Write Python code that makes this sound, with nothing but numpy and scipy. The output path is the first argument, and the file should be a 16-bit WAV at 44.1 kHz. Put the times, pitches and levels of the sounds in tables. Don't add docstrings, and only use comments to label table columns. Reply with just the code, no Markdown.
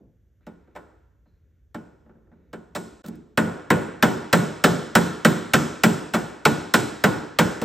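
import sys
import numpy as np
from scipy import signal
from scipy.fft import rfft, irfft, next_fast_len
from scipy.io import wavfile

SR = 44100
rng = np.random.default_rng(int(sys.argv[2]) if len(sys.argv) > 2 else 0)


def materialize(psi):
    bounded = np.clip(np.atleast_2d(psi).T, -1, 1)
    quanta = np.round(bounded * 32767).astype(np.int16)
    wavfile.write(sys.argv[1], SR, quanta)


N = 336945

# t/s, level/dB, bass/dB, treble/dB (both re a plain hard blow)
BLOWS = [(0.466, -37, 7, -9.5), (0.7509, -39, 1, -12.5), (0.76, -33, -4.5, -12), (1.7443, -29, 5.5, -9.5),
         (2.53, -29.5, 3, -10), (2.750, -26, 2, 2), (2.760, -32, 6.5, 2), (3.040, -36.5, 6, -2),
         (3.077, -47, 26, -9), (3.374, -5, 0, -10), (3.703, -3.5, 0, -10.5), (4.025, -2, -1.5, -7.5),
         (4.328, -2, -0.5, -4), (4.639, -2, 0, -2), (4.952, -2.5, 0, -2.5), (5.248, -2.5, 0.5, -3),
         (5.535, -3.5, 0, -2.5), (5.835, -3.5, 1.5, -2), (6.136, -12, 0.5, -6), (6.144, -17, -1.5, -4.5),
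         (6.452, -2.5, -1, -4.5), (6.738, -2.5, -2.5, -1.5), (7.038, -2.5, -0.5, -6.5),
         (7.387, -2.5, -3, -5), (7.615, -22.5, 12.5, -2)]
# f/Hz, level/dB, t60/s
PANEL = [(102.9, -25, 0.67), (125.7, -28, 0.28), (150.86, -20.5, 1), (174.4, -3, 0.41), (221.8, 1.5, 0.23),
         (310, -4.5, 0.074), (376.8, -15.5, 0.19), (428.6, -20, 0.16), (499.4, -2, 0.12), (597.2, 3, 0.11),
         (729, 1.5, 0.063), (847, -4, 0.13), (944, -27, 1), (1055, -27, 0.085), (1350, -18, 0.15),
         (1453, -13, 0.5), (1558, -22, 0.22), (1785, -17, 0.2), (1938, -43, 0.84), (2260, -31, 0.21),
         (2587, -37, 0.09), (3036, -19.5, 0.24), (3330, -28, 0.32), (3693, -13.5, 0.12), (4030, -67, 0.17),
         (5150, -55, 0.081), (7550, -101, 0.05)]
# f/Hz, level/dB re the clatter, t60/s, left-right likeness/0..1
GARAGE = [(60, -17.5, 0.7, 0.92), (154, 3, 0.36, 0.83), (297, -5.5, 0.76, 0.71), (718, -8.5, 0.71, 0.05),
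          (1500, -22, 0.95, 0.83), (2160, -21, 0.89, 1), (5160, -19, 0.84, 0.88), (8300, -13.5, 0.65, 1),
          (14000, -16.5, 0.33, 0.99), (16500, -24, 0.33, 0.42)]
LIGHT_TAP_DB = -33


def hits():
    # t/s, level/dB
    touches = [(0.404, -69), (0.672, -57), (1.256, -63.5), (2.02, -72), (2.06, -58), (2.092, -53.5),
               (2.15, -65), (2.176, -71), (2.268, -66), (2.315, -55), (2.332, -68)]
    touch_tone_db = 11, -0.5, -26
    s, level_db, bass_db, treble_db = np.transpose(BLOWS)
    low_mid_db = -5.5 - 0.15 * np.maximum(level_db, LIGHT_TAP_DB)
    soft = np.transpose([(*row, *touch_tone_db) for row in touches])
    return np.hstack([[s, level_db, bass_db, low_mid_db, treble_db], soft])


def strength(hz):
    s, level_db, bass_db, low_mid_db, treble_db = hits()
    deep_db = bass_db + 0.15 * np.maximum(level_db, LIGHT_TAP_DB)
    knots_db = [deep_db, bass_db, low_mid_db, np.zeros_like(s), treble_db]
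    place = np.interp(np.log(hz), np.log([150, 300, 650, 1600, 4500]), range(5))
    low = min(int(place), 3)
    return from_db(level_db + knots_db[low] + (place - low) * (knots_db[low + 1] - knots_db[low]))


def contacts(gains, hz, rattle=True):
    force = np.full(N + SR, 1e-18)
    hit_share = 0.13
    lag_s = 0.01389 * (np.sqrt(100 / min(hz, 2500)) - .2)
    s, *_, treble_db = hits()
    rattle_s = np.clip(0.0008 * from_db(-0.3 * treble_db), .001, .012)
    for start, length, gain in zip(s, rattle_s, gains):
        at = round((start + lag_s) * SR)
        span = 1 + round(length * SR) if rattle else 1
        shape = np.exp(-3 * np.arange(span) / span)
        force[at:at + span] += gain * (1 - hit_share) * shape / shape.sum()
        force[at] += gain * hit_share
    return force[:N]


def panel_ring():
    hit_db = hits()[1]
    freely_db = -0.13 * np.maximum(hit_db, LIGHT_TAP_DB)
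    scatter_db, scatter = 1.5, rng.standard_normal((len(hit_db), len(PANEL), 2))
    out = 0
    for k, (hz, level_db, t60) in enumerate(PANEL):
        gains = strength(hz) * from_db(freely_db + level_db + scatter_db * scatter[:, k, 0])
        force = contacts(gains * np.sign(scatter[:, k, 1]), hz, rattle=False)
        r, w = fade(t60), 2 * np.pi * hz / SR
        out = out + signal.lfilter([0, np.sin(w)], [1, -2 * r * np.cos(w), r * r], force)
    return from_db(-12) * out


def clatter():
    # f/Hz, spectral level/dB, t60/s
    spectrum = [(83, -10.5, 0.61), (214, 1, 0.13), (565, 0.5, 0.14), (984, -2, 0.13), (1300, 2, 0.083),
                (2210, -7.5, 0.1), (4000, -11, 0.074), (7220, -9.5, 0.067), (8650, -13.5, 0.13),
                (13400, -13, 0.033), (17100, -17, 0.11)]
    white = rng.standard_normal((2, 3, N))
    scatter_db = 1.2 * rng.standard_normal((hits().shape[1], len(bands())))
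    build = np.exp(-1 / (0.00089 * SR))
    out = 0
    for k, (hz, sos) in enumerate(bands()[4:]):
        force = contacts(strength(hz) * from_db(scatter_db[:, k]), hz)
        direct = decay(force, at_hz(spectrum, hz, column=2))
        swell = signal.lfilter([1 - build], [1, -build], force)
        tail = from_db(at_hz(GARAGE, hz)) * decay(swell, at_hz(GARAGE, hz, column=2))
        near, mid, side = signal.sosfilt(sos, white[k % 2] * [direct, tail, tail])
        out = out + from_db(at_hz(spectrum, hz)) * (near + garage_spread(mid, side, hz))
    return from_db(1.5) * out


def through_panel(sound):
    peaks = sum(signal.lfilter(*signal.iirpeak(hz, Q=15.6, fs=SR), sound) for hz, *_ in PANEL)
    return sound + from_db(1) * peaks


def crack():
    s, level_db, _, treble_db = np.transpose(BLOWS)
    return snaps(s, from_db(level_db + treble_db - 16.5), low_hz=1490, t60=0.025)


def clicks():
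    # t/s, level/dB
    ticks = [(3.037, -56), (3.048, -54), (3.062, -39), (3.074, -48), (3.080, -50), (3.084, -42),
             (3.155, -56)]
    s, level_db = np.transpose(ticks)
    return snaps(s, from_db(level_db), low_hz=2500, t60=0.031)


def snaps(s, gains, low_hz, t60):
    impulses = np.full(N, 1e-18)
    impulses[np.round(s * SR).astype(int)] = gains
    return filtered(rng.standard_normal(N) * decay(impulses, t60), low_hz, "high")


def rustle():
    # t/s, hold/s, level/dB
    brushes = [(0.403, 0.48, -84), (1.26, 0.33, -94), (1.997, 0.13, -96), (2.32, .2, -87),
               (3.12, 0.012, -68)]
    attack_s, release_s = 0.013, 0.038
    grains = rng.standard_normal(N) * from_db(4.8 * np.minimum(rng.exponential(1, N), 4))
    friction = filtered(grains, (1200, 2380), "band")
    friction += from_db(-11) * filtered(grains, (3100, 3700), "band")
    t, swell = np.arange(N) / SR, 0
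    for s, hold_s, level_db in brushes:
        corners_s = np.cumsum([0, attack_s, hold_s, release_s])
        swell = swell + from_db(level_db) * np.interp(t - s, corners_s, [0, 1, 1, 0])
    return swell * friction / friction.std()


def garage_spread(mid, side, hz):
    alike = at_hz(GARAGE, hz, column=3)
    return np.sqrt((1 + alike) / 2) * mid + np.sqrt((1 - alike) / 2) * side * [[1], [-1]]


def squeak():
    start_s, length_s = 1.25, 0.21
    swell = np.interp(np.arange(N) / SR - start_s, [0, .02, length_s], [0, 1, 0])
    return from_db(-87) * swell * narrow_noise(hz=4150, width_hz=150)


def rumble():
    # f/Hz, spectral level/dB
    spectrum = [(25, -30), (40, 4.5), (65, 14), (110, 5), (250, -4), (500, -10.5), (1000, -38), (1600, -27),
                (2600, -38), (3400, -35), (4500, -48), (6000, -35), (10000, -53), (13000, -38),
                (15400, -49), (16500, -74)]
    # t/s, level/dB
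    low_mid_points = [(0, 17), (.2, -4.5), (1.9, -5), (2.1, 6), (2.5, 6), (3.3, 4.5)]
    low_mid_gain = from_db(np.interp(np.arange(N) / SR, *np.transpose(low_mid_points)))
    out, white = 0, rng.standard_normal((2, 2, N))
    for k, (hz, sos) in enumerate(bands()):
        mid, side = signal.sosfilt(sos, white[k % 2]) * (low_mid_gain if 140 < hz < 900 else 1)
        out = out + from_db(at_hz(spectrum, hz)) * (mid + from_db(-14) * side * [[1], [-1]])
    return from_db(-58.5) * out / out.std()


def whine():
    return from_db(-103) * narrow_noise(hz=13500, width_hz=120)


def narrow_noise(hz, width_hz):
    tone = signal.lfilter(*signal.iirpeak(hz, hz / width_hz, SR), rng.standard_normal(N))
    return tone / tone.std()


def from_db(db):
    return 10 ** (np.asarray(db) / 20)


def at_hz(table, hz, column=1):
    rows = np.array(table)
    return np.interp(np.log(hz), np.log(rows[:, 0]), rows[:, column])


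def bands():
    edges = 22 * 2 ** np.arange(0, 9.8, 1 / 3)
    return [(np.sqrt(low * high), signal.butter(2, [low, high], "band", fs=SR, output="sos"))
            for low, high in zip(edges, edges[1:])]


def filtered(sound, hz, kind, order=2):
    return signal.sosfilt(signal.butter(order, hz, kind, fs=SR, output="sos"), sound)


def fade(t60):
    return from_db(-60 / (t60 * SR))


def decay(impulses, t60):
    return signal.lfilter([1], [1, -fade(t60)], impulses)


def scene():
    work = panel_ring() + crack() + clicks() + through_panel(clatter() + rustle())
    return filtered(work, 75, "high", order=3) + rumble() + whine() + squeak()


def record(dry):
    # f/Hz, lead of the left/rad
    port_phase = [(0, 0), (2100, 0), (3300, .62), (5000, .42), (5850, -.55), (6700, -.05), (8400, -.95),
                  (9400, -2.75), (10000, -np.pi), (13400, -2 * np.pi), (15600, -8.2)]
    left_db, ceiling, stopband_hz = -.5, 1.05, 16800
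    size = next_fast_len(N + SR // 10)
    hz, lead = np.transpose(port_phase)
    turn = np.exp(.5j * np.interp(np.fft.rfftfreq(size, 1 / SR), hz, lead))
    ports = irfft(rfft(dry, size) * [turn, turn.conj()], size)[:, :N]
    ports *= from_db([[left_db / 2], [-left_db / 2]])
    dropout = np.interp(np.arange(N) / SR, [3.020, 3.021, 3.032, 3.059], [1, 0, 0, 1])
    rounded = ceiling * np.tanh(dropout * ports / ceiling)
    return signal.sosfilt(signal.cheby2(12, 60, stopband_hz, fs=SR, output="sos"), rounded)


dry = scene()
out = record(dry)
materialize(out)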